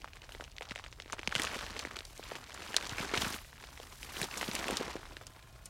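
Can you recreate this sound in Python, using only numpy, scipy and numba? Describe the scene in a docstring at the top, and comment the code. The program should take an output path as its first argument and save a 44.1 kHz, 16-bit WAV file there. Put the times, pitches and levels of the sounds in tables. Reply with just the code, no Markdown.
"""Gloved hands tug a clump of dry stalks, tear its roots from garden soil and shake the earth off.
Small snaps and crackle come first, hard cracks near 1.3 s, the sharpest at 2.8 s, a dense tear near 3.2 s;
after a lull the shaking rattles from 4.2 s, then fades while a far motor swells from 5 s. Light breeze, hiss.
Breaks are kicked resonances with noise tails, the motor is a sum of sines, air and breeze are filtered noise.
The microphone is close and almost mono."""
import sys
import numpy as np
from scipy import signal
from scipy.io import wavfile
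from scipy.ndimage import uniform_filter1d
from numba import njit

SR = 44100
rng = np.random.default_rng(int(sys.argv[2]) if len(sys.argv) > 2 else 0)


def persist_wave(psi):
    """Save psi, clipped to +-1, as 16-bit WAV."""
    counts = np.round(np.clip(psi, -1, 1) * 32767).astype(np.int16)
    wavfile.write(sys.argv[1], SR, np.atleast_2d(counts).T)


N = 250929


def undb(db):
    """Amplitude factor of a level in dB."""
    return 10 ** (np.asarray(db) / 20)


def level(x, rms_db):
    """Scale x to an RMS level."""
    return x * undb(rms_db) / np.sqrt(np.mean(x ** 2))


def curve(table):
    """Interpolate each column of a table over time."""
    time_s, *columns = np.transpose(table)
    return [np.interp(np.arange(N) / SR, time_s, c) for c in columns]


def band(x, lo_hz, hi_hz):
    """Second-order Butterworth band-pass."""
    return signal.sosfilt(signal.butter(2, [lo_hz, hi_hz], "bandpass", fs=SR, output="sos"), x)


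def walk(rate_hz):
    """Random levels held 1 / rate_hz s and slewed twice; spread near 1."""
    hold = int(SR / rate_hz)
    steps = np.repeat(rng.standard_normal(N // hold + 1), hold)
    slewed = uniform_filter1d(uniform_filter1d(steps, hold), hold)
    return 1.35 * slewed[:N]


@njit
def bursts(noise, start, hz, damp, tail_s, tail, peak):
    """A kick and a dying noise spray through two damped band-pass resonances, scaled to its peak."""
    out, burst = np.zeros(len(noise)), np.empty(4096)
    for e in range(len(start)):
        g = np.tan(np.pi * hz[e] / SR)
        scale = 1 + g * (g + damp)
        fall = np.exp(-np.log(1000.) / (tail_s[e] * SR))  # -60 dB in tail_s
        n = min(4096, int(tail_s[e] * SR + 4 * SR / (hz[e] * damp)), len(noise) - start[e])
        # band and low states of the two filters
        band1, low1, band2, low2 = 0., 0., 0., 0.
        spray, top = tail, 1e-9
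        for i in range(n):
            x = spray * noise[start[e] + i] + (1. if i == 0 else 0.)
            v = (band1 + g * (x - low1)) / scale
            w = (band2 + g * (v - low2)) / scale
            band1, low1 = 2 * v - band1, low1 + 2 * g * v
            band2, low2 = 2 * w - band2, low2 + 2 * g * w
            spray *= fall
            burst[i] = w
            top = max(top, abs(w))
        for i in range(n):
            out[start[e] + i] += burst[i] * peak[e] / top
    return out


def strike(time_s, hz, damp, tail_s, tail, peak_db):
    """Breaks at time_s; damp = 1 / Q of each resonance, tail = spray amplitude against the kick."""
    time_s = np.asarray(time_s)
    tail_s = np.clip(tail_s + 0 * time_s, .001, .08)
    start = np.clip(time_s * SR, 0, N - 1).astype(np.int64)
    hz = np.clip(hz + 0 * time_s, 40, 15000)
    peak = undb(peak_db + 0 * time_s)
    return bursts(rng.standard_normal(N), start, hz, 1. 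* damp, tail_s, 1. * tail, peak)


# spectrum of the hiss: (frequency [Hz], relative density [dB per Hz])
AIR_SPECTRUM = [(47, -31), (80, 0), (130, 2.5), (178, -7), (361, -13.5), (802, -11), (1020, -16),
                (2380, -18), (10700, -29), (16000, -30)]
AIR_RMS_DB = -63


def air():
    """Distant hiss: half-octave noise bands, each flickering a little."""
    out = 0
    table_hz, table_db = np.transpose(AIR_SPECTRUM)
    for hz in 88 * 2 ** np.arange(0, 7.6, .5):
        db = np.interp(np.log(hz), np.log(table_hz), table_db) + 1.2 * walk(6)
        noise = band(rng.standard_normal(N), hz / 2 ** .25, hz * 2 ** .25)
        out = out + undb(db) * noise
    return level(out, AIR_RMS_DB)


# breeze on the microphone: (time [s], level [dB])
BREEZE_LEVEL = [(0.0, -55), (1.06, -57.5), (1.39, -52), (2.59, -60), (3.26, -50), (3.48, -58.5),
                (4.49, -53), (4.86, -56), (5.69, -57.5)]


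def breeze():
    """Low buffeting of moving air: low-band noise with a wandering level."""
    gusts = band(band(rng.standard_normal(N), 26.6, 143), 23.5, 83)
    gust_db = curve(BREEZE_LEVEL)[0] + 0.99 * walk(9.9)
    return undb(gust_db) * level(gusts, 0)


# far motor: (time [s], firing rate [Hz], level [dB])
MOTOR_RUN = [(0, 118, -65), (1.2, 116.3, -77), (4.9, 116.5, -69), (5.15, 112.6, -58), (5.4, 114.7, -59),
             (5.69, 119.7, -58)]
# its partials: (multiple of firing rate [1], relative level [dB])
MOTOR_PARTIALS = [(1, -2), (5.5, -13), (9, -10.5), (12, -16), (14.5, -18.5), (21, -16), (26, -29)]


def motor():
    """Wavering firing tone with a few thin overtones."""
    hz, db = curve(MOTOR_RUN)
    phase = 2 * np.pi * np.cumsum(hz * (1 + 0.00555 * walk(3.8))) / SR
    tone = sum(undb(d + 2.0 * walk(9)) * np.sin(k * phase) for k, d in MOTOR_PARTIALS)
    return undb(db) * tone


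# clods and root ball on the ground: (time [s], peak before band-pass [dB], pitch [Hz])
CLOD_THUDS = [(0.35, -38, 414), (0.399, -34, 650), (0.423, -37.5, 610), (0.61, -33, 515),
              (0.713, -36.5, 206), (1.059, -43, 387), (1.133, -40.5, 237), (1.195, -41.5, 350),
              (1.278, -33.5, 196), (1.36, -34, 145), (1.397, -35.5, 228), (1.852, -37.5, 294),
              (2.195, -33, 460), (2.318, -28, 534), (2.742, -32.5, 487), (2.922, -35.5, 101),
              (3.003, -31.5, 175), (3.137, -23.5, 397), (3.177, -34, 119), (3.232, -33, 171),
              (3.266, -33.5, 138), (3.639, -48, 450), (3.8, -35.5, 565), (4.216, -33, 146),
              (4.428, -29, 740), (4.487, -28, 230), (4.546, -36.5, 360), (4.69, -22.5, 694),
              (4.7, -26, 420), (4.88, -33.5, 400), (4.955, -29, 370)]


def thuds():
    """Soft blows on loose earth: one or two clean low cycles."""
    time_s, peak_db, hz = np.transpose(CLOD_THUDS)
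    blows = strike(time_s, hz, 1.0, 0.035, 0.029, peak_db)
    return band(blows, 46, 1300)


def grit(db, count, hz, octaves, damp, tail_s, scatter_db, full_db, clump_db):
    """Tiny breaks, fewer below full_db; scatter_db > 0 lifts a few grains, < 0 sinks a few."""
    when, tone, size, keep = rng.random((count, 4)).T
    share = np.clip(undb(.8 * (db - full_db)), .06, 1)
    here = share[(when * N).astype(int)]
    size_db = np.where(keep < here, -scatter_db * np.log(1 - size), -60)
    pitch_hz = hz * 2 ** (octaves * (2 * tone - 1))
    grains = strike(when * N / SR, pitch_hz, damp, tail_s, 0.25, size_db)
    return undb(db) * level(grains * undb(clump_db) / np.sqrt(share), 0)


# the tug, also drives the twigs: (time [s], fibre crackle level [dB], dry leaf level [dB])
TUG_EFFORT = [(0.0, -61, -70), (0.18, -67.5, -75), (0.37, -56.5, -62), (0.53, -66, -75), (0.64, -58, -75),
              (0.95, -65, -73), (1.28, -55.5, -74), (1.4, -44, -54), (1.65, -47.5, -61.5), (1.92, -51, -68),
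              (2.08, -64.5, -63.5), (2.3, -49, -58), (2.47, -55.5, -67), (2.74, -47.5, -57),
              (2.83, -49.5, -61), (2.98, -43, -53), (3.11, -46.5, -65), (3.22, -39, -44),
              (3.33, -46.5, -48.5), (3.47, -66, -61.5), (3.6, -56.5, -64), (3.98, -58, -57.5),
              (4.21, -44.5, -48.5), (4.25, -44.5, -48), (4.285, -52.5, -53), (4.34, -45.5, -52.5),
              (4.42, -45.5, -50), (4.67, -41.5, -53.5), (4.87, -46, -62), (5.1, -58.5, -66),
              (5.69, -68, -70)]
# soil grows faster than the fibres: level at the pivot, dB per fibre dB, fibre level at the pivot
SOIL_DB, SOIL_GROWTH, SOIL_PIVOT_DB = -54.5, 1.06, -49.5
SHAKE_S, SHAKE_DB = 4.6, 3  # extra soil from the last shake on


def crackle():
    """Stalk fibres, crumbling soil and dry leaves, bunched by the same slips of the grip."""
    fibre_db, leaf_db = curve(TUG_EFFORT)
    shake_db = SHAKE_DB * (np.arange(N) > SHAKE_S * SR)
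    soil_db = SOIL_DB + shake_db + SOIL_GROWTH * (fibre_db - SOIL_PIVOT_DB)
    slip = walk(90)
    fibres = grit(fibre_db, count=9000, hz=2200, octaves=1.33, damp=0.9, tail_s=0.0086,
                  scatter_db=1.68, full_db=-44.5, clump_db=1.5 * slip)
    soil = grit(soil_db, count=4000, hz=456, octaves=1.135, damp=1.0, tail_s=0.0092,
                scatter_db=-3.0, full_db=-53, clump_db=3.5 * slip)
    leaves = grit(leaf_db, count=12000, hz=6000, octaves=1.0, damp=1.3, tail_s=0.021,
                  scatter_db=1.0, full_db=-69.5, clump_db=1.6 * slip)
    return fibres + soil + leaves


TWIG_DB, TWIG_SCATTER_DB = 13, 1.5  # peak over the fibre crackle
TWIG_HZ, TWIG_CRACK_DB, TWIG_TAIL_S = 2200, -27, 0.0093  # centres of the random draws
TEAR_S, STRAIN_DB = 1.5, 6  # louder while the roots still hold
DOWN_S, REST_DB = 4.6, -8  # quieter once the clump is put down


def twigs(count):
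    """Small twigs break at random, as loud as the tug allows; columns as in STALK_SNAPS."""
    when, size = rng.random((count, 2)).T
    pitch, bright, length = rng.standard_normal((count, 3)).T
    time_s = when * N / SR
    fibre_db = curve(TUG_EFFORT)[0][(when * N).astype(int)]
    stage_db = np.where(time_s < TEAR_S, STRAIN_DB, np.where(time_s > DOWN_S, REST_DB, 0))
    peak_db = fibre_db + TWIG_DB - TWIG_SCATTER_DB * np.log(1 - size) + stage_db
    hz = TWIG_HZ * 2 ** (0.49 * pitch)
    crack_db = TWIG_CRACK_DB + 6 * bright
    tail_s = TWIG_TAIL_S * 2 ** (0.3 * length)
    return np.array([time_s, peak_db, hz, crack_db, tail_s])


# loudest snaps of stalks and roots:
# (time [s], ring peak [dB], ring pitch [Hz], crack relative to ring [dB], ring splinter tail [s])
STALK_SNAPS = [(0.0184, -37, 3310, -14, 0.0044), (0.0441, -28.5, 1250, -16, 0.002),
               (0.0766, -36.5, 1370, -27, .004), (0.1337, -36.5, 3110, -22, 0.0061),
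               (0.1573, -40.5, 2150, -1, .004), (0.169, -36.5, 1990, -14, 0.0087),
               (0.2186, -39.5, 2800, -23, 0.0097), (0.2395, -41, 1950, -21, 0.0097),
               (0.2919, -35.5, 1410, -10, 0.0043), (0.3208, -36.5, 2610, -6, 0.0081),
               (0.349, -33.5, 2160, -23, 0.0086), (0.4086, -29.5, 1560, -35, .009),
               (0.4402, -33, 3710, -13, 0.0048), (0.5658, -37.5, 3830, -13, 0.0049),
               (0.5831, -25, 2400, -33, 0.001), (0.6094, -30, 1850, -8, .003),
               (0.622, -26.5, 1700, -23, 0.0048), (0.6284, -34, 2980, -9, 0.004),
               (0.689, -33, 3370, -20, 0.0039), (0.6962, -33.5, 3580, -25, 0.0071),
               (0.7094, -29.5, 2370, -22, 0.011), (0.7192, -28, 1680, -22, 0.002),
               (0.7519, -36, 3080, -23, 0.0039), (0.759, -25, 2420, -10, 0.0029),
               (0.778, -34, 1970, -23, 0.005), (0.7892, -33, 2550, -15, 0.0062),
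               (0.7964, -32.5, 1360, -19, 0.0068), (0.8403, -30.5, 2220, -28, 0.0039),
               (0.863, -31.5, 2020, -32, .004), (0.881, -40.5, 4500, -14, 0.0028),
               (0.927, -31, 2540, -20, 0.0042), (1.0001, -30.5, 2280, -36, 0.0062),
               (1.021, -35, 3200, -24, 0.0057), (1.0599, -40, 1920, -18, 0.0032),
               (1.0793, -37, 2550, -19, 0.0033), (1.099, -34.5, 1430, -25, 0.0085),
               (1.1241, -23, 5060, -27, .004), (1.1302, -27, 1450, -9, 0.015),
               (1.184, -34, 1410, -29, 0.006), (1.1925, -26, 1680, -35, 0.0029),
               (1.2149, -39, 2320, -14, .004), (1.2317, -27.5, 2260, -22, 0.0016),
               (1.275, -14, 2500, -38, 0.0017), (1.3189, -33, 2500, -2, 0.0053),
               (1.324, -26, 1300, -29, .0076), (1.3526, -12.5, 2800, -8, 0.0033),
               (1.3607, -17.5, 2350, -13, 0.016), (1.381, -25, 3710, -23, 0.0036),
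               (1.39, -26, 1810, -16, 0.0054), (1.397, -19.5, 1960, -6, 0.012),
               (1.4194, -16.5, 2870, -2, 0.0038), (1.4342, -36.5, 2240, 15, 0.01),
               (1.4427, -23, 1380, -21, 0.0066), (1.4495, -22.5, 2300, -3, 0.004),
               (1.4698, -24, 2860, -21, 0.0029), (1.545, -30, 2140, -10, .012),
               (1.5902, -27, 1560, -12, 0.0019), (1.6093, -27.5, 1497, -26, 0.0075),
               (1.6649, -27.5, 3060, -11, .005), (1.7003, -43, 3060, -19, 0.0029),
               (1.765, -26, 2170, -25, .006), (1.792, -26.5, 3500, -3, 0.016),
               (1.8116, -35.5, 4500, -2, .006), (1.8507, -24.5, 1900, -15, 0.0057),
               (1.911, -32, 1580, -10, 0.0044), (1.967, -28, 2380, -8.5, 0.0068),
               (1.9894, -26, 2310, -8, 0.0041), (2.0067, -28.5, 2300, -36, 0.00087),
               (2.0519, -36.5, 4800, 2.5, 0.013), (2.1773, -38.5, 4150, 1.5, 0.0092),
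               (2.238, -32, 3740, -27, 0.011), (2.3194, -35, 1660, -19, 0.013),
               (2.3538, -27, 1980, -20, 0.0059), (2.4407, -35.5, 3410, -24, 0.0042),
               (2.543, -38.5, 4800, 2, 0.017), (2.576, -34, 1640, -24, .012),
               (2.5984, -39, 1690, -14, .003), (2.6204, -36, 1800, -16, .009),
               (2.6789, -36, 3400, -10, .0055), (2.7431, -25.5, 1900, -6, 0.011),
               (2.7655, -4.5, 3960, -8, 0.0027), (2.8104, -29, 1650, -25, 0.0044),
               (2.826, -28.5, 2170, -7, .01), (2.8537, -31, 3460, -19, 0.005),
               (2.865, -32, 2410, -10, 0.019), (2.894, -28.5, 3600, -5, 0.013),
               (2.9325, -30.5, 1450, -27, 0.0093), (2.9828, -23, 1830, -11, 0.012),
               (2.995, -30, 1920, -15, 0.026), (3.0288, -29.5, 1200, -20, 0.0067),
               (3.048, -29.5, 1090, -22, .006), (3.1141, -34, 1470, -24, .005),
               (3.1384, -23, 1650, -13.5, 0.053), (3.1526, -21.5, 2930, -25, 0.0086),
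               (3.1744, -20, 2700, -14, 0.033), (3.219, -20, 3520, -15, 0.016),
               (3.246, -23.5, 2200, -16, 0.028), (3.3257, -25.5, 4110, -12, 0.0049),
               (3.3428, -25, 2380, -10, 0.0018), (3.388, -33, 1900, -18, 0.0036),
               (3.4467, -41, 1820, -25, 0.012), (3.6387, -36.5, 1780, -15, 0.0077),
               (3.6716, -39, 2970, -14, 0.0027), (3.688, -43.5, 1200, -16, .008),
               (3.7753, -35, 2000, -13, 0.0091), (3.8701, -40, 1950, -6, .012),
               (4.0303, -27.5, 3430, -5, 0.0056), (4.1674, -28.5, 2200, -21, 0.02),
               (4.2154, -21, 2030, -2.5, 0.011), (4.229, -25, 3420, -9, 0.02), (4.242, -30, 3120, 1, .0075),
               (4.3402, -27, 2240, -27, 0.0069), (4.3737, -35, 3160, 8, 0.043),
               (4.412, -23, 2110, -13, 0.0055), (4.4414, -28, 3390, -17, .01),
               (4.4288, -22, 1500, -14, 0.011), (4.5142, -24.5, 3130, -35, 0.005),
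               (4.5516, -25.5, 3580, 2, 0.017), (4.6422, -23.5, 1390, -23, 0.004),
               (4.6822, -22.5, 2390, -8, 0.0079), (4.7084, -24.5, 2140, -3, 0.0083),
               (4.7699, -18, 4000, -5.5, 0.015), (4.8299, -29, 1800, -22, .004),
               (4.9115, -36, 2050, -18, 0.0022), (4.965, -30.5, 1650, -25, .005),
               (5.031, -37, 1360, -20, .007), (5.1677, -30.5, 2140, -30, 0.0082),
               (5.212, -39.5, 1100, -19, 0.014), (5.2681, -36, 4560, 2.5, 0.013),
               (5.4264, -43.5, 2620, -15, 0.016), (5.6569, -31, 9100, -5.5, 0.028)]
# woody body relative to the ring at TWIG_HZ; low-ringing thick stalks carry more
BODY_DB, BODY_DB_PER_OCTAVE, BODY_SCATTER_DB = -14.5, -5, 2.5
# hardest snaps are thin and dry: body dB lost per dB of peak above the knee
DRY_KNEE_DB, DRY_SLOPE = -11, 1


def snaps():
    """A stalk rings with a hollow side mode, woody body and bright crack, then sheds crumbs."""
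    time_s, db, hz, crack_db, tail_s = np.hstack([np.transpose(STALK_SNAPS), twigs(count=90)])
    chance = rng.standard_normal((len(time_s), 5)).T
    spread = 2 ** (0.27 * chance)
    body_db = BODY_DB + BODY_DB_PER_OCTAVE * np.log2(hz / TWIG_HZ) + BODY_SCATTER_DB * chance[4]
    body_db = body_db - DRY_SLOPE * np.clip(db - DRY_KNEE_DB, 0, None)
    ring = strike(time_s, hz, 1.0, tail_s, 0.48, db)
    hollow = strike(time_s, 0.796 * hz * spread[3], 0.16, tail_s, 0.094, db - 20.5)
    body = strike(time_s, 560 * spread[0], 0.99, 3.9 * tail_s, 0.26, db + body_db)
    crack = strike(time_s, 6900 * spread[1] ** .5, 1.0, 1.6 * tail_s, 0.24, db + crack_db)
    crumbs = strike(time_s + 0.0023, 3000 * spread[2], 2.5, 12.0 * tail_s, 3.0, db - 16.5)
    # damp fibre swallows the top of ring, hollow and crumbs
    return band(ring + hollow + crumbs, 440, 9100) + body + crack


def scene():
    """Sum the sources; the channels differ in short spells, mostly in the treble."""
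    mid = snaps() + thuds() + crackle() + motor() + breeze() + air()
    treble = band(band(mid, 5700, 16000), 6200, 16000) * walk(900)
    spells = undb(-30 * np.clip(.6 - 1.95 * walk(25), 0, 1))
    delayed = np.roll(mid, shift=331)  # samples
    side = spells * (undb(-7) * treble + undb(-30.5) * delayed)
    return np.array([mid + side, mid - side])


TOP_HZ = 15900


def record(dry):
    """The recorder cuts the top: steep elliptic low-pass at TOP_HZ."""
    return signal.sosfilt(signal.ellip(10, .2, 70, TOP_HZ, fs=SR, output="sos"), dry)


dry = scene()
out = record(dry)
persist_wave(out)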